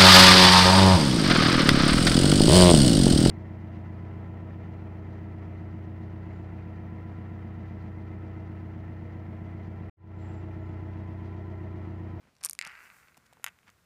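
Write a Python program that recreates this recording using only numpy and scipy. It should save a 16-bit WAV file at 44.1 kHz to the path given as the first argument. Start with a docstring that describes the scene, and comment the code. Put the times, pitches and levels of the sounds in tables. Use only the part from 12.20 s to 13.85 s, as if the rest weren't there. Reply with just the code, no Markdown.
"""A tiny plastic gumball machine snaps in a run of clicks as its knob is turned, close by on a table.
Each snap makes the plastic shell ring. A hard little ball rattles down the chute, bounces on the table
and rolls away; it knocks against something, rebounds and creeps on.
Fingers rub and nudge the toy, a hand slides over the table, and the quiet room rumbles faintly."""
import sys
import numpy as np
from scipy import signal
from scipy.fft import rfft, irfft
from scipy.io import wavfile

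SR = 44100
rng = np.random.default_rng(int(sys.argv[2]) if len(sys.argv) > 2 else 0)


def file_out(sig):
    """Save sig as 16-bit WAV at sys.argv[1]."""
    # one column per channel
    cols = np.atleast_2d(sig).T
    # limit, then scale
    lim = np.clip(cols, -1, 1)
    pcm = np.round(lim * 32767).astype(np.int16)
    wavfile.write(sys.argv[1], SR, pcm)


N = 72765

# clicks of the knob, chute and handling: t/s, level/dB, middle tones/dB, treble/dB, rebound/dB
CLICKS = [(0.1525, -63.5, 4, -37.5, -3.5), (0.166, -59, 11, -35.5, -4), (0.1843, -64.5, 5, -30, -8),
          (0.209, -58, -1.5, -34.5, -8.5), (0.2112, -71, -6.5, -30, -8.5), (0.213, -54, 8.5, -41.5, -15),
          (0.2285, -59, 6, -22, -3.5), (0.2315, -41.5, 5, -3, -4.5), (0.235, -47.5, -0.5, -21, -12),
          (0.2373, -30, 8, -16.5, -11), (0.2427, -37, 14.5, -21.5, -21), (0.2448, -43, 22, -14, 6),
          (0.2479, -19, 3.5, 7.5, -30), (0.2543, -24.5, -2, 4, -9), (0.2600, -25, 3, 1, -14),
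          (0.2664, -38, 19, -17.5, -10), (0.2749, -53.5, 21, -21, -21.5), (0.2881, -42.5, 2, -23, -18),
          (0.2967, -25.5, 17, 17, -23), (0.3098, -33, -8, -16, -29), (0.3319, -32.5, 15, 10.5, -34),
          (0.3507, -46, 17, -7, -24), (0.45, -40.5, 13, -6, -15), (0.4660, -44.5, 1, -29, -8),
          (0.4730, -37, 15, -17.5, -26)]
# tones the plastic shell rings with: f/Hz, level/dB, fade/s (the time to die away by 60 dB)
SHELL_TONES = [(1130, -27, 0.0062), (1550, -38.5, 0.0014), (2320, -24.5, 0.0035), (4690, -7.5, 0.003),
               (5590, -4, 0.0028), (6870, -4, .0028), (8300, -1.5, .0028), (9500, 0.5, 0.0032),
               (11880, -6, 0.003), (13200, -10.5, 0.0019)]
def toy_clicks():
    """Each snap rebounds once, chatters briefly and rings the small plastic shell."""
    out, t = np.zeros(N), np.arange(N // 16) / SR
    for start, db, middle_db, treble_db, rebound_db in CLICKS:
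        ring = np.zeros(len(t))
        for k, (hz, tone_db, fade_s) in enumerate(SHELL_TONES):
            hz *= 1 + 0.013 * rng.standard_normal()  # no two clicks sound quite alike
            ring += (-1) ** k * gain(tone_db - 60 * t / fade_s) * np.sin(2 * np.pi * hz * t)
        contacts = echoes(fade_s=0.0053, db=-4.5)
        add(contacts, 0.00052, gain([rebound_db]))  # the rebound, half a millisecond later
        colour = [(150, middle_db - 24), (900, middle_db), (2300, middle_db),
                  (4500, 0.0052), (16000, treble_db)]
        push = through(contacts, ring_from(colour))
        add(out, start, hit(through(push, ring), db))
    return out


# hits of the ball: t/s, level/dB, treble cut-off/Hz, rattle/dB
BOUNCES = [(0.3900, -23, 8300, -15.5), (0.413, -25.5, 4400, -13), (0.424, -33.5, 3470, -8),
           (0.4269, -42, 2700, 16), (0.4477, -43, 2600, -11), (0.4503, -35, 3670, -10),
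           (0.518, -45, 2520, -7), (0.5534, -44, 1700, -4), (0.7014, -44, 1350, -11),
           (0.883, -54.5, 3500, 17), (0.9447, -55, 3800, -6), (1.2318, -59.5, 12000, -1),
           (1.2427, -22, 12900, -4), (1.2643, -28, 5060, -16), (1.2738, -34, 2330, -20),
           (1.2772, -40.5, 3050, 6), (1.2816, -39, 5020, 5), (1.2867, -43, 2800, 4),
           (1.2915, -48, 2000, -4), (1.3885, -54.5, 4050, -40), (1.4312, -58.5, 3000, -4),
           (1.4422, -66, 2995, 3), (1.464, -68, 2500, -15.5)]
# how the table rings when struck: f/Hz, level/dB
TABLE_RING = [(150, -64), (600, -30), (1100, -17), (1600, -7.5), (2200, 1), (2700, -4), (3150, -12.5),
              (3800, -8.5), (5000, -4.5), (5850, -17), (7200, -4.5), (10000, -9.5), (15000, -20)]
# how the thing in the ball's way rings: f/Hz, level/dB
OBSTACLE_RING = [(150, -43), (500, -16.5), (950, -4.5), (2000, 3.5), (2700, 1), (3700, -3.5), (4400, -17),
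                 (5000, -4), (5700, -14), (6400, -1), (8000, -6.5), (12000, 0.5), (15000, -11)]
def ball_bounces(obstacle_from_s=1.23):
    """The ball strikes the table, later an obstacle; softer contacts sound duller."""
    out = np.zeros(N)
    for start, db, cut_hz, rattle_db in BOUNCES:
        ring = ring_from(TABLE_RING if start < obstacle_from_s else OBSTACLE_RING, cut_hz=cut_hz)
        rattle = echoes(fade_s=0.011, db=rattle_db)
        add(out, start, hit(through(rattle, ring), db))
    return out


# how loud the rolling is: t/s, level/dB
ROLL_LEVEL = [(0.43, -48.5), (0.46, -48.5), (0.5, -49.5), (0.543, -53.5), (0.565, -54), (0.61, -55.5),
              (0.655, -55.5), (0.688, -61), (0.72, -60.5), (0.82, -63.5), (0.9, -67), (0.938, -71.5),
              (1.03, -71.5), (1.235, -74), (1.29, -62), (1.315, -69), (1.41, -80), (1.52, -74), (1.65, -78)]
# how the table rings at one small bump: f/Hz, level/dB
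BUMP_RING = [(150, -26.5), (500, -20), (950, -8), (1350, 1.5), (1700, 4), (2400, -1), (2900, -3.5),
             (3500, -31.5), (5000, -18), (6500, -46), (15000, -67)]
# hiss of fine grit under the ball: f/Hz, level/dB
GRIT_HISS = [(150, -4), (700, -2), (1500, 3.5), (3500, -5), (5000, -4), (6300, -9), (7500, -17),
             (15000, -27)]
def ball_rolling(first_bumps_per_s=440, half_speed_s=1.1):
    """The uneven ball taps the table very fast, then slower, softer and lower as it loses speed."""
    out = np.zeros(N)
    now = start = ROLL_LEVEL[0][0]
    for gap, strength, pitch in rng.standard_normal((N // 100, 3)):
        if now >= N / SR:
            break
        age = now - start
        bumps_per_s = first_bumps_per_s / (1 + age / half_speed_s)
        db = np.interp(now, *np.array(ROLL_LEVEL).T) + 3 * strength
        octaves = 0.082 * pitch - 0.44 * min(age, 0.5)  # the pitch sinks for half a second
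        colour = np.array(BUMP_RING) * [2 ** octaves, 1]
        ring = ring_from(colour, tilt_db=1.5 * strength)  # harder bumps are brighter
        add(out, now, ring * gain(db) * np.sqrt(SR / bumps_per_s))
        now += np.exp(0.33 * gap) / bumps_per_s
    return out + hiss(GRIT_HISS, ROLL_LEVEL) * gain(-14.5)


def tabletop(ball):
    """The tabletop rings on briefly after each touch of the ball."""
    after_ring = echoes(fade_s=0.03, db=-15.5)
    after_ring[0] = 0  # keep only what follows the touch
    return through(through(ball, after_ring), ring_from(BUMP_RING)) * gain(-6.5)


# soft knocks: t/s, level/dB, f/Hz, fade/s
NUDGES = [(0.2545, -38.5, 1188, 0.033), (0.4664, -38.5, 1120, 0.041), (0.466, -49.5, 185, 0.021),
          (0.9711, -51, 870, 0.023), (0.98, -51, 204, 0.01), (1.1271, -50, 740, 0.019),
          (1.1704, -52.5, 724, 0.0077), (1.1973, -55, 700, 0.0065), (1.482, -54.5, 191, 0.047)]
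def nudges(width_octaves=0.69):
    """Fingers and the toy's foot make dull knocks, each around one pitch."""
    out, spread = np.zeros(N), 2 ** width_octaves
    for start, db, hz, fade_s in NUDGES:
        colour = [(hz / 20, -45), (hz / spread ** 2, -20), (hz, 0), (hz * spread, -14), (hz * 10, -42)]
        add(out, start, hit(through(echoes(fade_s, db=0), ring_from(colour)), db))
    return out


# finger strokes: t/s, length/s, level/dB, treble tilt/dB per octave, treble cut-off/Hz
RUBS = [(0.0, 0.11, -67, 6, 327), (0.202, 0.085, -60.5, 3.5, 700), (0.968, .014, -60.5, 6.5, 12000),
        (1.057, 0.014, -66, 3, 12000), (1.126, 0.011, -62.5, 5.5, 9000), (1.462, 0.038, -59.5, -3.5, 9000),
        (1.499, 0.0053, -60.5, 7, 8050)]
# sound of skin on plastic: f/Hz, level/dB
SKIN_COLOUR = [(25, -26), (100, -13.5), (450, -18), (1300, -3), (2300, -0.5), (3800, -10), (6700, -11),
               (9000, -17.5), (15000, -22.5)]
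def finger_rubs(grains_per_s=1700):
    """Skin rubs over the plastic in short bursts of tiny random ticks."""
    out = np.zeros(N)
    for start, length_s, db, tilt_db, cut_hz in RUBS:
        n = int(length_s * SR)
        grains = rng.standard_normal(N) * (rng.random(N) < grains_per_s / SR)
        stroke = grains[:n] * signal.windows.tukey(n, 0.5)  # fade in and out
        rub = signal.fftconvolve(stroke, ring_from(SKIN_COLOUR, tilt_db, cut_hz))
        add(out, start, unit(rub) * np.sqrt(n) * gain(db))
    return out


# hiss of a hand on the table: f/Hz, level/dB
SLIDE_HISS = [(200, 0), (1000, 5), (4000, -4.5), (7500, 3), (11000, -2), (14500, 0.5), (16000, -3)]
# how loud that hiss is: t/s, level/dB
SLIDE_LEVEL = [(0.46, -69), (0.56, -69.5), (0.64, -62.5), (0.71, -68.5), (0.77, -64), (0.81, -68),
               (0.9, -73), (0.96, -77)]
def hand_slide():
    """A faint hiss swells and fades as the hand draws back over the table."""
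    return hiss(SLIDE_HISS, SLIDE_LEVEL)


# background noise of the room: f/Hz, level/dB
AIR_COLOUR = [(12, -55), (25, -22), (40, -10), (65, 2), (120, -1), (200, -1.5), (300, -9.5), (600, -11),
              (1500, -14.5), (4000, -20), (10000, -26.5), (15000, -32.5), (16000, -38.5)]
def room_air():
    """The room has a steady low rumble and hiss."""
    return through(rng.standard_normal(N), ring_from(AIR_COLOUR)) * gain(-69.5)


def gain(db):
    """Turn decibels into a number to multiply by."""
    return 10 ** (np.asarray(db) / 20)


def unit(x):
    """Scale a sound to an energy of one."""
    return x / np.sqrt(np.sum(x ** 2) + 1e-18)


def hit(x, db):
    """Scale a short sound to its level as if all of it fell in one millisecond."""
    return unit(x) * gain(db) * np.sqrt(SR / 1000)


def add(out, start_s, x):
    """Mix x into out from start_s on."""
    i = max(int(round(start_s * SR)), 0)
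    out[i:i + len(x)] += x[:len(out) - i]


def through(x, ring):
    """Let every sample of x set off the given ring."""
    return signal.fftconvolve(x, ring)[:len(x)]


def ring_from(colour, tilt_db=0, cut_hz=1e6, size=2048):
    """Turn a tone colour (f/Hz, level/dB) into a short ring, dulled above cut_hz."""
    f = np.maximum(np.arange(size // 2 + 1) * SR / size, 10)
    hz, db = np.array(colour, float).T
    curve_db = np.interp(np.log(f), np.log(hz), db)
    curve_db += tilt_db * np.log2(np.maximum(f, 1000) / 1000)  # per octave above 1000 Hz
    spectrum = gain(curve_db) / np.sqrt(1 + (f / cut_hz) ** 4)
    # keep the colour, but pack the sound at the start, as in a real tap
    cepstrum = irfft(np.log(spectrum))
    cepstrum[1:size // 2] *= 2
    cepstrum[size // 2 + 1:] = 0
    return unit(irfft(np.exp(rfft(cepstrum))))


def echoes(fade_s, db, size=4096):
    """One sharp tick, then a blur of dying echoes; db sets their level against the tick."""
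    t = np.arange(size) / SR
    rise_and_fall = (1 - np.exp(-t * 4000)) * gain(-60 * t / fade_s)
    x = gain(db) * unit(rng.standard_normal(size) * rise_and_fall)
    x[0] = 1
    return x


def hiss(colour, levels):
    """Noise with a tone colour, silent at first and then following levels (t/s, level/dB)."""
    db = np.interp(np.arange(N) / SR, *np.array(levels).T, left=-np.inf)
    return through(rng.standard_normal(N), ring_from(colour)) * gain(db)


def scene():
    """Toy, ball and hands on the table, with a trace of room echo and air."""
    ball = ball_bounces() + ball_rolling()
    near = toy_clicks() + ball + tabletop(ball) + nudges() + finger_rubs() + hand_slide()
    room = echoes(fade_s=0.19, db=-27.5, size=16384)
    return through(near, room)[None] + room_air()


def record(dry, smear_hz=5900, top_hz=15250):
    """The microphone smears the sharpest edges a little and the recorder cuts the highest treble."""
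    _, poles = signal.iirpeak(smear_hz, Q=0.8, fs=SR)
    smeared = signal.lfilter(poles[::-1], poles, dry)  # delays some pitches, keeps their levels
    return signal.sosfilt(signal.ellip(8, 0.2, 70, top_hz, fs=SR, output="sos"), smeared)


dry = scene()
out = record(dry)
file_out(out)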